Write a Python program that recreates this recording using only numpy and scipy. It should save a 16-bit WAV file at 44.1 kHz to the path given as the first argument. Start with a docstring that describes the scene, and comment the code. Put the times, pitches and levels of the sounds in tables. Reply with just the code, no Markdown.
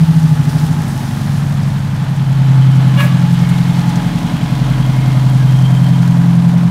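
"""Diesel truck turning on a wet street

A diesel ladder truck creeps away round a corner, its revs sinking to a throbbing idle.
The exhaust is a stack of steady tones tied to the engine cycle; block, housing and covers are shaken noise.
Tyre hiss and air leaks are coloured noise; one honking squeak is a set of wavering tones over a rasp.
A few creaks and light ticks are short bursts of noise, each round one pitch."""
import sys
import numpy as np
from scipy import signal
from scipy.fft import rfft, irfft, next_fast_len
from scipy.io import wavfile
from scipy.ndimage import uniform_filter1d, minimum_filter1d

SR = 44100
rng = np.random.default_rng(int(sys.argv[2]) if len(sys.argv) > 2 else 0)


def output_pcm(signal):
    """Save a mono or channel-first signal as 16-bit PCM at the path in sys.argv[1].

    Samples are clipped to [-1, 1] before scaling.
    """
    pcm = np.clip(np.atleast_2d(signal).T, -1, 1) * 32767
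    wavfile.write(sys.argv[1], SR, np.round(pcm).astype(np.int16))


N = 295470
TIME = np.arange(N) / SR   # seconds
IDLE_RATE, EASING_RATE, REVVED_RATE = 11, 11.8, 12.7   # engine cycles per second


def from_db(db):
    """Turn decibels into gain."""
    return 10 ** (np.asarray(db) / 20)


def rms_one(x):
    """Scale to an rms (average strength) of 1."""
    return x / np.sqrt(np.mean(x ** 2) + 1e-20)


def in_time(rows):
    """Draw straight lines between the rows: each column's value at every sample."""
    s, *columns = np.transpose(rows)
    return [np.interp(TIME, s, column) for column in columns]


def drift(rate_hz):
    """Smooth random wandering with rms 1; a higher rate wanders faster."""
    step = 100   # worked out at every 100th sample, then joined by lines
    pole = np.exp(-2 * np.pi * rate_hz * step / SR)
    chance = rng.standard_normal(N // step + 2002)
    slow = signal.lfilter([1], [1, -2 * pole, pole * pole], chance)[2000:]
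    return np.interp(np.arange(N) / step, np.arange(len(slow)), rms_one(slow))


def noise():
    """White noise: all pitches equally strong."""
    return rng.standard_normal(N)


def coloured(x, spectrum):
    """Filter a sound by a curve that falls 40 dB per octave beyond its ends; rms 1."""
    size = next_fast_len(N)
    octave = np.log2(np.maximum(np.fft.rfftfreq(size, 1 / SR), 1))
    hz, db = np.transpose(spectrum)
    curve_db = np.interp(octave, np.log2(hz), db)
    beyond = np.abs(octave - np.clip(octave, np.log2(hz[0]), np.log2(hz[-1])))
    filtered = rfft(x, size) * from_db(curve_db - 40 * beyond)
    return rms_one(irfft(filtered, size)[:N])


def resonance(x, hz, width_hz):
    """Ring at one pitch, like a struck panel (two-pole filter); rms 1."""
    pole = np.exp(-np.pi * width_hz / SR)
    ring = [1, -2 * pole * np.cos(2 * np.pi * hz / SR), pole * pole]
    return rms_one(signal.lfilter([1, 0, -1], ring, x))


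def double_resonance(x, hz, width_hz):
    """Ring twice in a row, for a more pure pitch; rms 1."""
    return resonance(resonance(x, hz, width_hz), hz, width_hz)


def beats(turns, depth_db):
    """A gain that peaks at every whole turn, or midway if the depth is negative; rms 1."""
    return rms_one(from_db(depth_db * np.cos(2 * np.pi * turns)))


def swell(middle_s, length_s):
    """A bell-shaped rise and fall round one moment."""
    return np.exp(-2 * ((TIME - middle_s) / length_s) ** 2)


def knocks(cycle, firing_db, uneven_db, alike, count=8, size=4096):
    """Noise with a burst per firing, uneven over the cycle; part of its grain repeats on every cycle."""
    alike = np.clip(alike, 0, 1)
    place_in_cycle = (cycle * size).astype(int) % size
    repeating = rng.standard_normal(size)[place_in_cycle]
    grain = np.sqrt(alike) * repeating + np.sqrt(1 - alike) * noise()
    turns = cycle - .73
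    firings = beats(count * turns, firing_db) * beats(count / 2 * turns, firing_db)
    return grain * firings * beats(2 * turns, uneven_db)


# Colour of the tyre hiss [pitch_hz, relative level_db]
TYRE_COLOUR = [(2000, -8.5), (4000, -1), (5500, 1), (7000, -1.5), (10000, -4.5), (13000, -8), (15500, -14)]


def wet_road(hiss_db, spray_db=2.0, drops_per_s=200, drop_size_db=3.4, drops_db=-6, flutter_db=.5):
    """Tyres peel water off the asphalt: a hiss with tiny splashes in it."""
    sizes = from_db(drop_size_db * np.minimum(rng.exponential(1, N), 4))
    drops = (rng.random(N) < drops_per_s / SR) * sizes
    fading = signal.lfilter([1], [1, -.97], drops + 1e-18)   # each drop dies away at once
    splashes = rms_one(fading * noise())
    spray = coloured(noise() + from_db(drops_db) * splashes, TYRE_COLOUR)
    return from_db(hiss_db + spray_db + flutter_db * drift(40)) * spray


# Leaks of compressed air [start_s, end_s, level_db at the start, fade_db_per_s]
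AIR_LEAKS = [(-.02, .47, -39, 12), (.48, .68, -39.5, 15), (.88, 1.40, -41.5, 1)]


def air_leak(valve_s=.02):
    """Compressed air hisses in spurts, each sagging until a valve shuts over valve_s seconds."""
    flow = 0
    for start, end, db, fade in AIR_LEAKS:
        opening = np.clip(np.minimum(TIME - start, end - TIME) / valve_s + .5, 0, 1)
        flow = flow + opening * from_db(db - fade * np.maximum(TIME - start, 0))
    return flow * coloured(noise(), [(3000, 1), (5000, 1.5), (7500, -6), (10000, -2.5), (15000, -11)])


# Ticks of grit and fittings [start_s, level_db, pitch_hz]
TICK_EVENTS = [(.494, -32, 5400), (.88, -35, 9050), (1.633, -37, 5000), (2.162, -39.5, 7000),
               (3.325, -37, 9000), (3.39, -33, 5200), (3.49, -34, 8700), (3.897, -34, 5000),
               (3.957, -32, 6000), (6.028, -29, 1400)]


def ticks(fade_60db_s=0.087, relative_width=0.37):
    """Short bursts of ringing noise that start at once and fade, each round a pitch of its own."""
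    out = np.zeros(N)
    for s, db, hz in TICK_EVENTS:
        age = np.clip(TIME - s, 0, 1)
        fading = (age > 0) * from_db(db - 60 * age / fade_60db_s)
        out += fading * resonance(noise(), hz, hz * relative_width)
    return out


# Faint creaks of the chassis [middle_s, length_s, level_db at the middle, pitch_hz]
CREAK_EVENTS = [(2.95, 0.06, -35, 1020), (3.117, 0.06, -33, 1144), (5.16, 0.05, -35, 1225),
                (5.412, 0.028, -32, 1620)]


def creaks(width_hz=70):
    """Brief narrow squeaks of ringing noise that swell and fade."""
    out = 0
    for s, length, db, hz in CREAK_EVENTS:
        out = out + from_db(db) * swell(s, length) * double_resonance(noise(), hz, width_hz)
    return out


def slip(start, end, attack_s, release_s, echo_db=-11.5, echo_release_s=.32):
    """The squeak builds, holds and dies away into the street's slower echo; times are per 20 dB."""
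    before, after = np.maximum(start - TIME, 0), np.maximum(TIME - end, 0)
    tail_db = np.maximum(-20 * after / release_s, echo_db - 20 * after / echo_release_s)
    return from_db(np.maximum(tail_db - 20 * before / attack_s, -200))


# Tones of the squeak [pitch_hz, wander_hz, level_db relative to the ring, start_s, end_s of the hold]
SQUEAK_TONES = [(576, 21, -10.5, 2.974, 3.055), (1125, 50, -15, 2.98, 3.05), (1680, 8, -3, 2.986, 3.036),
                (2270, 40, -11.5, 2.974, 3.025), (2490, 40, -7, 3.006, 3.004),
                (2842, 15, -6.5, 2.979, 3.004), (3440, 70, -15, 2.98, 3.02)]
# Colour of the rasp under it [pitch_hz, relative level_db]
RASP_COLOUR = [(500, -6), (1000, 5), (2800, 2), (4000, -6), (6000, -15), (13000, -23), (15500, -20.5)]


def squeak(ring_db=-17, rasp_db=-21, hardest_s=3.006, judder_db=3.0,
           spit_db=-35, spit_s=3.03, spit_length_s=0.07):
    """A brake or joint sticks and slips: juddering tones over a rasp, with a spit of hiss."""
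    tone = 0
    for hz, wander_hz, db, start, end in SQUEAK_TONES:
        pitch = hz + wander_hz / 2 * drift(57)
        partial = np.sin(2 * np.pi * np.cumsum(pitch) / SR)
        level = from_db(ring_db + db + judder_db * drift(50))
        tone = tone + level * slip(start, end, attack_s=0.017, release_s=0.04) * partial
    rasp_level = from_db(rasp_db + 2 * drift(120))
    rasp_shape = slip(hardest_s, hardest_s, attack_s=0.049, release_s=0.12)
    rasp = rasp_level * rasp_shape * coloured(noise(), RASP_COLOUR)
    hiss = coloured(noise(), [(6000, -3), (13500, 0), (15500, -7)])
    spit = from_db(spit_db) * swell(spit_s, spit_length_s) * hiss
    return tone + rasp + spit


# Spells of ringing in the engine covers
# [middle_s, length_s, level_db at the middle, pitch_hz, width_hz of each resonance, pulsing_db per cycle]
COVER_SPELLS = [(2.9, 1, -44, 3060, 190, 3), (3.52, .18, -38.5, 2160, 100, 2),
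                (4.4, 2.3, -46.5, 2150, 100, 0), (4.9, 1.5, -45, 3220, 190, 4),
                (5.03, .28, -41, 2130, 100, 2), (5.716, 0.36, -38, 3170, 140, 4)]


def covers(cycle, chirp_place=0.78, flutter_db=1.5):
    """Loose covers ring in spells, most chirping once a cycle, as the truck's side swings round."""
    out = 0
    for s, length, db, hz, width, pulsing_db in COVER_SPELLS:
        shaken = noise() * beats(cycle - chirp_place, pulsing_db)
        out = out + from_db(db) * swell(s, length) * double_resonance(shaken, hz, width)
    return out * from_db(flutter_db * drift(14))


# Ringing of the engine housing [start_s, hum level_db, flank panels' shared level_db]
HOUSING_LEVELS = [(0, -37.5, -50), (1.0, -36.5, -48), (1.4, -41.5, -49.5), (3.0, -37.5, -49),
                  (4.0, -33.5, -42.5), (4.5, -41.5, -40), (6.7, -44, -40.5)]
# Panels on the flank of the engine [pitch_hz, width_hz, level_db relative to the shared level]
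FLANK_PANELS = [(967, 26, 2), (797, 30, 0.5), (719, 21, 1.5), (634, 39, -1.5), (581, 17, -5.5),
                (459, 14, -4)]


def housing(cycle, hum_hz=845.3, hum_width_hz=62):
    """Knocks make the housing hum at one pitch; flank panels grow louder as the truck turns side-on."""
    hum_db, flank_db = in_time(HOUSING_LEVELS)
    blows = knocks(cycle, firing_db=2.0, uneven_db=1.5, alike=.6)
    hum = double_resonance(blows, hum_hz, hum_width_hz)
    flank = sum(from_db(db) * resonance(blows, hz, width) for hz, width, db in FLANK_PANELS)
    return from_db(hum_db) * hum + from_db(flank_db) * flank


# Colour of the block's clatter [pitch_hz, relative level_db]
CLATTER_COLOUR = [(330, -8), (420, -4), (520, -6.5), (650, -3.5), (800, -2), (1000, -4.5), (1300, -5),
                  (1700, -6), (2500, -15.5)]
# Colour of the rattle of injectors and valves [pitch_hz, relative level_db]
RATTLE_COLOUR = [(1000, -27), (1700, -5), (2200, -3), (2600, -1.5), (3200, 0.5), (4200, -4), (5500, -13),
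                 (8000, -21), (12000, -34.5)]


def block(cycle, clatter_db, rattle_db, body_db=-1.0, top_db=-2.0, flutter_db=0.86):
    """Combustion knock shakes the block; injectors and valves rattle above it."""
    blows = knocks(cycle, firing_db=0.5, uneven_db=-0.1, alike=0.37)
    taps = knocks(cycle, firing_db=0.82, uneven_db=0.24, alike=0.21)
    clatter_gain = from_db(clatter_db + body_db + flutter_db * drift(8.8))
    rattle_gain = from_db(rattle_db + top_db + flutter_db * drift(30))
    return clatter_gain * coloured(blows, CLATTER_COLOUR) + rattle_gain * coloured(taps, RATTLE_COLOUR)


# The strongest puff, used by the exhaust too
# [start_s, place in the cycle 0-1, scatter 0-1: how far orders 10 to 17 fall out of step]
PUFF = [(0, .38, .15), (.65, .38, .2), (.8, .33, .7), (1.0, .33, 1), (2.0, .3, 1), (2.5, .5, .35),
        (3.1, .5, .15), (4.5, .46, .12), (5.3, .5, .1), (6.7, .5, .1)]
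# Colour of the rumble [pitch_hz, relative level_db]
RUMBLE_COLOUR = [(35, -28), (60, -11), (90, -2), (140, 3.5), (240, -5.5), (300, -7), (370, -23), (600, -28)]


def rumble(cycle, rate, idle_db=-39, revved_db=-28.5):
    """Turbulent gas in the pipe: low noise puffing once per cycle, louder at higher revs."""
    place, _ = in_time(PUFF)
    level_db = np.interp(rate, [IDLE_RATE, REVVED_RATE], [idle_db, revved_db])
    puffs = noise() * beats(cycle - place, depth_db=3)
    return from_db(level_db) * coloured(puffs, RUMBLE_COLOUR)


# Order n is a tone that swings n times per engine cycle.
# Level of the exhaust boom, order 12 [start_s, level_db]
BOOM_LEVEL = [(0.0, -8), (0.3, -8.5), (0.45, -17), (0.6, -12.5), (0.8, -18), (1.0, -34.03), (1.3, -15),
              (1.6, -14.5), (1.95, -19.33), (2.6, -5.5), (3.2, -12), (3.9, -16), (4.25, -26), (4.6, -13.98),
              (5.55, -7.5), (6.7, -15.13)]
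# Level of the drone, order 16, which comes in near idle [start_s, level_db]
DRONE_LEVEL = [(0, -38), (2.2, -32.5), (2.8, -19.5), (3.3, -12), (4.0, -16), (5.1, -30), (5.85, -13),
               (6.35, -8.5), (6.7, -10)]
# Change in level of the orders below 9 [start_s, level_db]
BASS_LEVEL = [(0, 1), (1.1, -2), (1.6, 2), (2.1, -2), (3.1, -2.5), (4.8, 2), (6.0, 0), (6.7, 0)]
# Change in level of the orders from 18 up [start_s, level_db]
UPPER_LEVEL = [(0, -3), (.45, 1.5), (1.2, 2), (2.1, -2.5), (2.9, 0), (3.5, -2.5), (4.35, 2.8), (5.6, -.5),
               (6.7, 1.2)]
# The other orders, before the changes above, the pipe's swell and the wavering
# [order, revved level_db, easing-off level_db, idle level_db]
OTHER_ORDERS = [(4, -32, -34, -33), (5, -41, -47, -50), (6, -38, -41, -48), (7, -34, -41, -43),
                (8, -30, -30, -39), (9, -29, -24, -33), (10, -26, -38, -34), (11, -17, -22, -26),
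                (13, -22, -31, -37), (14, -33, -27, -22), (15, -39, -27, -23), (17, -33, -27, -30),
                (18, -41, -34, -41), (19, -32, -36, -32), (20, -34, -38, -33), (21, -39, -38, -33),
                (22, -44, -45, -36), (23, -48, -48, -36), (24, -54, -56, -43), (25, -52, -47, -33),
                (26, -61, -55, -45), (27, -56, -50, -54), (28, -57, -56, -46), (29, -58, -57, -51),
                (30, -50, -57, -52), (31, -57, -55, -49)]


def exhaust(cycle, rate, waver_db=2.13, pipe_hz=305, pipe_width_hz=12, pipe_db=9):
    """Gas pulses make clean engine orders; those near the boom can line up in one strong puff per cycle."""
    boom_db, = in_time(BOOM_LEVEL)
    drone_db, = in_time(DRONE_LEVEL)
    bass_db, = in_time(BASS_LEVEL)
    upper_db, = in_time(UPPER_LEVEL)
    place, scatter = in_time(PUFF)
    angle = 2 * np.pi * (cycle - place)
    boom_angle = 2 * np.pi * 12 * cycle
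    boom = from_db(boom_db) * np.cos(boom_angle)
    drone = from_db(drone_db) * np.cos(boom_angle + 4 * angle)
    out = boom + drone
    for order, revved, easing, idle in OTHER_ORDERS:
        change_db = bass_db if order < 9 else 0 if order < 18 else upper_db
        db = np.interp(rate, [IDLE_RATE, EASING_RATE, REVVED_RATE], [idle, easing, revved]) + change_db
        # each order swells as it glides through the upper resonance of the pipe
        db = db + pipe_db * np.exp(-((order * rate - pipe_hz) / pipe_width_hz) ** 2)
        # away from the boom each order has its own random phase, so the puffs blur into a steady tone
        looseness = scatter if 9 < order < 18 else 1
        shift = looseness * rng.uniform(-np.pi, np.pi) + .3 * drift(.6)
        tone = np.cos(boom_angle + (order - 12) * angle + shift)
        out = out + from_db(db + waver_db * drift(2)) * tone
    return np.sqrt(2) * out   # a tone of 0 dB now has rms 1


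# Engine speed, sinking to idle with one small blip [start_s, speed in cycles_per_s]
ENGINE_SPEED = [(0.0, 13.534), (0.15, 13.404), (0.42, 12.695), (0.66, 12.844), (1.13, 12.074),
                (1.7, 11.715), (2.55, 11.031), (3.2, 10.872), (5.1, 10.85), (6.2, 10.765), (6.7, 10.819)]
# The truck as it turns, before each layer's own trim
# [start_s, block clatter level_db, injector rattle level_db, tyre hiss level_db]
TURNING_TRUCK = [(0, -31, -36.5, -44.5), (0.7, -31, -38, -40), (2.2, -31.5, -37.5, -46),
                 (2.8, -29, -34, -43.5), (3.8, -29.5, -33, -40.8), (4.4, -30.3, -33.6, -43),
                 (5.7, -31.7, -35.7, -42.2), (6.7, -32, -37.7, -45.5)]


def scene():
    """One engine speed drives exhaust, rumble, block, housing and covers; the other sounds are added."""
    rate, = in_time(ENGINE_SPEED)
    cycle = np.cumsum(rate) / SR   # engine cycles turned so far
    clatter_db, rattle_db, hiss_db = in_time(TURNING_TRUCK)
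    background = wet_road(hiss_db) + air_leak()
    details = ticks() + creaks() + squeak()
    metal = covers(cycle) + housing(cycle) + block(cycle, clatter_db, rattle_db)
    pipe = rumble(cycle, rate) + exhaust(cycle, rate)
    return (background + details + metal + pipe)[None]


def record(dry, ceiling=1.0, cutoff_hz=15600):
    """A fast limiter holds down peaks above the ceiling; a steep filter cuts the top."""
    room = np.minimum(1, ceiling / (np.abs(dry) + 1e-9))
    gain = uniform_filter1d(minimum_filter1d(room, size=400), size=400)
    top_cut = signal.ellip(10, .1, 90, cutoff_hz, fs=SR, output="sos")
    return signal.sosfilt(top_cut, dry * gain)


dry = scene()
out = record(dry)
output_pcm(out)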